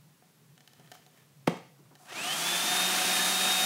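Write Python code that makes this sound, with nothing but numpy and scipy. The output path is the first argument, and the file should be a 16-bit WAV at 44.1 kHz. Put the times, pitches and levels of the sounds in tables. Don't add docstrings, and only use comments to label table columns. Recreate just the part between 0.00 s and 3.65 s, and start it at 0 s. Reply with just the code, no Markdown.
import sys
import numpy as np
from scipy import signal
from scipy.fft import rfft, irfft
from scipy.io import wavfile

SR = 44100
rng = np.random.default_rng(int(sys.argv[2]) if len(sys.argv) > 2 else 0)


def dump(signal):
    limited = np.clip(np.atleast_2d(signal).T, -1, 1)
    pcm = np.round(limited * 32767).astype(np.int16)
    wavfile.write(sys.argv[1], SR, pcm)


N = 160965

# frequency in Hz, relative level in dB per Hz.
FLOOR_COLOUR = [(18, -69), (30, -47), (85, -33), (97, -18), (152, -8), (342, -21), (422, -18.5), (507, -23),
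                (694, -25), (950, -24.5), (1110, -25.5), (1300, -27), (1880, -28), (15600, -33.5)]
FLOOR_DB = -63.5
# time in seconds, rms level in dB.
DRONE_LEVEL = [(.06, -59.5), (.18, -79), (.33, -68), (.41, -71), (.5, -57.5), (.65, -70), (.85, -62.5),
               (1.15, -70), (1.3, -69), (1.39, -58), (1.7, -67), (1.87, -61), (2.0, -69)]
DRONE_HZ, DRONE_WANDER = 144.6, 0.0847

# frequency in Hz, t60 in seconds.
ROOM_DECAY = [(150, 0.35), (600, 0.43), (2000, 0.49), (6000, 0.53), (14000, 0.27)]
# frequency in Hz, level in dB.
ROOM_COLOUR = [(150, 3), (400, 1), (1200, -1.5), (3500, 2), (8000, 3), (15000, -6.5)]
ROOM_DELAY_S = .014
TICK_ROOM_DB, CLUNK_ROOM_DB, THUMP_ROOM_DB, TONE_ROOM_DB = -10.5, -11.5, -16, -15

# start in seconds, gain in dB, extra treble in dB.
TICKS = [(.224, -7.5, -25), (.578, -13.5, 3), (.606, -14, 3.5), (.676, -18, 12.5), (.734, -14.5, 4),
         (.797, -7.5, -4.5), (.875, -19, 3), (.9165, 3.5, -3), (.921, -1, -4), (.939, -9, -8),
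         (.951, -2, -8), (.963, -15, -3), (1.064, -9, -1.5), (1.953, -7.5, -2), (1.958, -10.5, -4)]
# frequency in Hz, level in dB before the tick's gain, t60 in seconds.
CASE_MODES = [(739, -50.5, 0.082), (820, -58, .05), (1570, -55, .036), (1775, -52, 0.042),
              (2110, -69, .034), (3040, -50, .03)]
# frequency in Hz, relative level in dB per Hz.
SNAP_COLOUR = [(200, -12.5), (1000, -5), (2000, 1.5), (6000, -0.5), (10000, -10), (15000, -12)]
SNAP_DB, SNAP_T60_S = -42, .018
KNOCK_TREBLE_HZ = 1170

# start in seconds, length in seconds, gain in dB at the peak.
RUBS = [(0.549, 0.66, -73), (0.721, 0.36, -73), (.915, 0.074, -66), (1.079, 0.21, -67)]
# frequency in Hz, relative level in dB per Hz.
RUB_COLOUR = [(150, -4), (400, 2), (1000, -2), (2500, 0.5), (5000, -6.5), (15000, -9)]
# frequency in Hz, width in Hz, gain in dB.
RUB_RINGS = [(413, 52, 5.2), (687, 31, 5.6), (1250, 90, 3.2), (1770, 110, 7), (3100, 140, 3)]
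RUB_FLUTTER_DB = 2.4

# start in seconds, level in dB, extra treble in dB,
# t60 in seconds.
BUMPS = [(.785, -57.5, 2, 0.26), (1.786, -54, -1, 0.16), (1.85, -64, 6, .15), (1.905, -55.5, 6, 0.18),
         (1.995, -63, 11, .12), (2.024, -65, 14, .12), (2.112, -48.5, 10, 0.12), (2.165, -41, 10, .1),
         (2.2, -34, 0, .08)]
# frequency in Hz, relative level in dB per Hz.
BUMP_COLOUR = [(60, -13), (170, 2), (300, -0.5), (700, -15.5), (1200, -14), (3000, -42), (12000, -50.5)]
BUMP_RISE_S, BUMP_TREBLE_HZ = 0.0062, 600

# start in seconds, gain in dB, extra treble in dB.
CLUNK_BLOWS = [(1.4705, -27, 4), (1.4738, -3, -2), (1.475, -3, -1.5), (1.477, -2, 0.5), (1.4803, -4, -4),
               (1.4854, -10, -6), (1.4963, -11.5, -2), (1.510, -17, -4), (1.521, -19, -3),
               (1.5252, -14, -14), (1.540, -17.5, -10), (1.554, -24, -16), (1.567, -32, 8),
               (1.572, -29.5, 10.5)]
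# frequency in Hz, level in dB before the blow's gain, t60 in seconds.
CLUNK_MODES = [(574, -37, .04), (1150, -37, 0.025), (2220, -46, 0.027), (3700, -52, .018)]
# frequency in Hz, relative level in dB per Hz.
CRACK_COLOUR = [(100, -13), (280, 2.5), (480, -2), (620, -1), (800, -7.5), (1120, -1), (1400, -13.5),
                (2200, -9), (2600, -16.5), (3700, -18), (5500, -27), (8500, -27), (15000, -40)]
CRACK_DB, CRACK_T60_S = -19.5, .028
# frequency in Hz, level in dB, t60 in seconds.
THUMP_MODES = [(175, -15.5, 0.069), (251, -18.5, 0.043), (312, -23.5, 0.033), (402, -30, 0.041)]
THUMP_S = 1.4772

START_S, SPIN_UP_S, TOP_REV_PER_S = 1.98, .188, 185.85
SPEED_WAVER = .0007
STALL_SHARE, STALL_SOFTNESS = 0.29, 0.033

# frequency in Hz, relative level in dB per Hz.
BRUSH_COLOUR = [(200, -22), (700, 6), (1500, 2), (3000, -1), (6000, 3), (10000, 2), (15000, -8)]
BRUSH_DB, BRUSH_GROWTH, BRUSH_FLUTTER_DB = -54.5, 0.56, 1.5
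DUCT_HZ, DUCT_WIDTH_HZ = 720, 45
BRUSH_DUCT_DB, DUCT_AIR_DB = 17, -14

SHAFT_TONES = {1: -48.5, 2: -54, 4: -59.5, 5: -57, 6: -63, 7: -66, 13: -52.5}
# time in seconds, gain in dB.
DUCT_SONG = [(2.21, 6), (2.27, 23), (2.34, 9), (2.46, 9), (2.53, 20), (2.61, 14), (2.72, 18), (3.0, 17.5),
             (3.26, 16), (3.33, 13), (3.43, 18), (3.65, 16)]
# base levels in dB of the blade tone and its overtones, in order.
BLADE_TONES_DB = [-36.3, -61, -48]
# time in seconds, gain in dB of the blade tone,
# gain in dB of its overtones.
WHINE = [(2.09, -5, -9), (2.14, -6, -3), (2.19, 0, 1), (2.25, -5, 2), (2.31, 2, 2), (2.39, -8, -7),
         (2.5, 0, 0), (2.62, -3, -5), (2.72, -1, 3), (2.84, 0, 3), (2.91, -4, -6), (3.05, -3, -4),
         (3.12, 1, -1), (3.2, 0, 3), (3.38, -.5, -1), (3.5, 4, 1), (3.65, 0, -5)]
BLADES, BLADE_ROUGH_RAD = 20, 0.2
TONE_GROWTH, BLADE_GROWTH = 1.6, 1.4
TONE_FLUTTER_DB, BLADE_FLUTTER_DB = 1.5, 1.9

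# frequency in Hz, relative level in dB per Hz.
AIR_COLOUR = [(18, -48), (30, -37), (85, -40), (148, -17), (178, -9.5), (219, -8.5), (316, -8.5), (370, -7),
              (469, -16), (507, -10.5), (676, -5), (731, -4.5), (791, -5), (1030, -8.5), (1200, -7.5),
              (1300, -7.5), (1780, -5.5), (1980, -8.5), (2500, -5.5), (3420, -5), (3700, -5.5),
              (4010, -6.5), (9020, -9.5), (13700, -15.5), (15600, -19)]
AIR_DB, AIR_FLUTTER_DB, STALL_FLUTTER_DB = -28.5, .5, 3
# frequency in Hz, exponent on the flow.
AIR_GROWTH = [(150, 1.8), (700, 1.25), (2000, 1.45), (5000, 1.88), (14000, 2.85)]
# time in seconds, gain in dB, extra treble in dB.
AIM = [(2.1, -1, -1), (2.3, -1, -1), (2.42, -1.5, 0.5), (2.75, 0, -2), (3.0, -0.15, -1), (3.3, -0.5, 0),
       (3.55, 0.5, -1), (3.65, -0.5, 1)]
AIM_TREBLE_HZ = 4000
# frequency in Hz, width in Hz, gain in dB.
CAVITIES = [(1225, 35, -1.5), (1378, 41, 0), (1597, 46, -9), (1790, 81, -4), (2082, 50, -8),
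            (2530, 130, -5), (3105, 60, -7.5), (6070, 380, -12), (9030, 300, -10)]
CAVITY_WANDER, CAVITY_FLUTTER_DB = .012, 3.5

BASS_CUT_HZ, BASS_LEAK_DB = 158, -27
CUTOFF_HZ = 15780


def amp(db):
    return 10 ** (np.asarray(db) / 20)


def unit(x):
    return x / np.sqrt(np.mean(x ** 2) + 1e-20)


def at_hz(points, hz):
    f, value = np.transpose(points)
    return np.interp(np.log(hz + 1), np.log(f + 1), value)


def at_time(points, t, axis=1):
    rows = np.array(points)
    return np.interp(t, rows[:, 0], rows[:, axis])


def add(mix, s, sound):
    part = mix[round(s * SR):][:len(sound)]
    part += sound[:len(part)]


def noise(colour, size):
    hz = np.fft.rfftfreq(size, 1 / SR)
    phase = 2 * np.pi * rng.random(len(hz))
    return unit(irfft(amp(at_hz(colour, hz)) * np.exp(1j * phase), size))


def drift(rate_hz):
    hz = np.fft.rfftfreq(N, 1 / SR)
    spectrum = rfft(rng.standard_normal(N)) * (hz > 0)
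    return unit(irfft(spectrum / (1 + (hz / rate_hz) ** 2), N))


def resonate(x, hz, width_hz):
    turn = np.exp(2j * np.pi * np.cumsum(hz * np.ones(len(x))) / SR)
    r = np.exp(-np.pi * width_hz / SR)
    smooth = signal.lfilter([1 - r], [1, -r], x / turn + 1e-18)
    return 2 * (turn * smooth).real


def ring(modes, t):
    return sum(amp(db - 60 * t / t60) * np.sin(2 * np.pi * hz * t) for hz, db, t60 in modes)


def brighten(x, treble_db, edge_hz):
    low = signal.lfilter(*signal.butter(3, edge_hz, "low", fs=SR), x)
    high = signal.lfilter(*signal.butter(3, edge_hz, "high", fs=SR), x)
    return low + amp(treble_db) * high


def in_room(x, wet_db):
    hz, t, z = signal.stft(rng.standard_normal(SR * 3 // 4), SR, nperseg=256)
    hz = hz[:, None]
    level_db = at_hz(ROOM_COLOUR, hz) - 60 * t / at_hz(ROOM_DECAY, hz)
    tail = signal.istft(z * amp(level_db), SR, nperseg=256)[1]
    tail = np.pad(tail / np.linalg.norm(tail), (round(ROOM_DELAY_S * SR), 0))
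    return x + amp(wet_db) * signal.fftconvolve(x, tail)[:N]


def background():
    angle = 2 * np.pi * np.cumsum(DRONE_HZ * (1 + DRONE_WANDER * drift(24.9))) / SR
    drone = np.sqrt(2) * np.sin(angle) * amp(at_time(DRONE_LEVEL, np.arange(N) / SR))
    return amp(FLOOR_DB) * noise(FLOOR_COLOUR, N) + drone


def ticks():
    out, t = np.zeros(N), np.arange(SR // 5) / SR
    for s, db, treble_db in TICKS:
        snap = noise(SNAP_COLOUR, len(t)) * amp(SNAP_DB - 60 * t / SNAP_T60_S)
        add(out, s, amp(db) * brighten(snap + ring(CASE_MODES, t), treble_db, KNOCK_TREBLE_HZ))
    return out


def rubs():
    scrape = noise(RUB_COLOUR, N) * amp(RUB_FLUTTER_DB * drift(60))
    scrape = scrape + sum(amp(db) * resonate(scrape, hz, width) for hz, width, db in RUB_RINGS)
    pressure = np.zeros(N)
    for s, length, db in RUBS:
        add(pressure, s, amp(db) * np.hanning(round(length * SR)))
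    return pressure * scrape


def bumps():
    out, t = np.zeros(N), np.arange(SR // 5) / SR
    for s, db, treble_db, t60 in BUMPS:
        onset = np.minimum(t / BUMP_RISE_S, 1)
        knock = noise(BUMP_COLOUR, len(t)) * onset * amp(db - 60 * t / t60)
        add(out, s, brighten(knock, treble_db, BUMP_TREBLE_HZ))
    return out


def handling():
    return in_room(ticks() + rubs() + bumps(), TICK_ROOM_DB)


def clunk():
    blows, t = np.zeros(N), np.arange(SR // 4) / SR
    for s, db, treble_db in CLUNK_BLOWS:
        crack = noise(CRACK_COLOUR, len(t)) * amp(CRACK_DB - 60 * t / CRACK_T60_S)
        add(blows, s, amp(db) * brighten(crack + ring(CLUNK_MODES, t), treble_db, KNOCK_TREBLE_HZ))
    thump = np.zeros(N)
    add(thump, THUMP_S, ring(THUMP_MODES, t))
    return in_room(blows, CLUNK_ROOM_DB) + in_room(thump, THUMP_ROOM_DB)


def speed(t):
    return 1 - np.exp(-np.maximum(t - START_S, 1e-6) / SPIN_UP_S)


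def flow(t):
    past_stall = (speed(t) - STALL_SHARE) / STALL_SOFTNESS
    return STALL_SOFTNESS * np.logaddexp(0, past_stall) / (1 - STALL_SHARE)


def brushes():
    scrape = noise(BRUSH_COLOUR, N) * amp(BRUSH_DB + BRUSH_FLUTTER_DB * drift(80))
    scrape = scrape * speed(np.arange(N) / SR) ** BRUSH_GROWTH
    return scrape + amp(BRUSH_DUCT_DB) * resonate(scrape, DUCT_HZ, DUCT_WIDTH_HZ)


def rotor():
    t = np.arange(N) / SR
    rev_per_s = TOP_REV_PER_S * speed(t) * (1 + SPEED_WAVER * drift(7.7))
    angle = 2 * np.pi * np.cumsum(rev_per_s) / SR
    hum = np.zeros(N)
    for k, db in SHAFT_TONES.items():
        phase = 2 * np.pi * rng.random()
        hum += amp(db + TONE_FLUTTER_DB * drift(29)) * np.sin(k * angle + phase)
    hum = hum + amp(at_time(DUCT_SONG, t)) * resonate(hum, DUCT_HZ, DUCT_WIDTH_HZ)
    whine = np.zeros(N)
    for k, db in enumerate(BLADE_TONES_DB, 1):
        level_db = db + at_time(WHINE, t, axis=min(k, 2)) + BLADE_FLUTTER_DB * drift(8.6)
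        whine += amp(level_db) * np.sin(k * BLADES * angle + BLADE_ROUGH_RAD * drift(64))
    tones = hum * flow(t) ** TONE_GROWTH + whine * flow(t) ** BLADE_GROWTH
    return in_room(np.sqrt(2) * tones, TONE_ROOM_DB)


def air():
    hz, t, z = signal.stft(noise(AIR_COLOUR, N), SR, nperseg=512, noverlap=384)
    hz = hz[:, None]
    treble = hz ** 2 / (hz ** 2 + AIM_TREBLE_HZ ** 2)
    aim_db = at_time(AIM, t) + treble * at_time(AIM, t, axis=2)
    z = z * flow(t) ** at_hz(AIR_GROWTH, hz) * amp(aim_db)
    rush = signal.istft(z, SR, nperseg=512, noverlap=384)[1][:N]
    rush = rush * amp(AIR_DB + AIR_FLUTTER_DB * drift(28))
    rush = rush * amp(STALL_FLUTTER_DB * (1 - flow(np.arange(N) / SR)) * drift(55))
    cavities = np.zeros(N)
    for hz, width, db in CAVITIES:
        centre = hz * (1 + CAVITY_WANDER * drift(2.2))
        cavities += amp(db + CAVITY_FLUTTER_DB * drift(8)) * resonate(rush, centre, width)
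    rush = rush + cavities
    return rush + amp(DUCT_AIR_DB) * resonate(rush, DUCT_HZ, DUCT_WIDTH_HZ) / 2


def bass_cut(x):
    high_pass = signal.butter(5, BASS_CUT_HZ, "high", fs=SR, output="sos")
    return signal.sosfilt(high_pass, x) + amp(BASS_LEAK_DB) * x


def scene():
    dryer = bass_cut(handling() + clunk() + brushes() + rotor()) + air()
    mid = background() + dryer
    return np.array([mid, mid])


def record(dry):
    low_pass = signal.firwin(1201, CUTOFF_HZ, window=("kaiser", 9), fs=SR)
    return signal.oaconvolve(dry, low_pass[None], "same")


dry = scene()
out = record(dry)
dump(out)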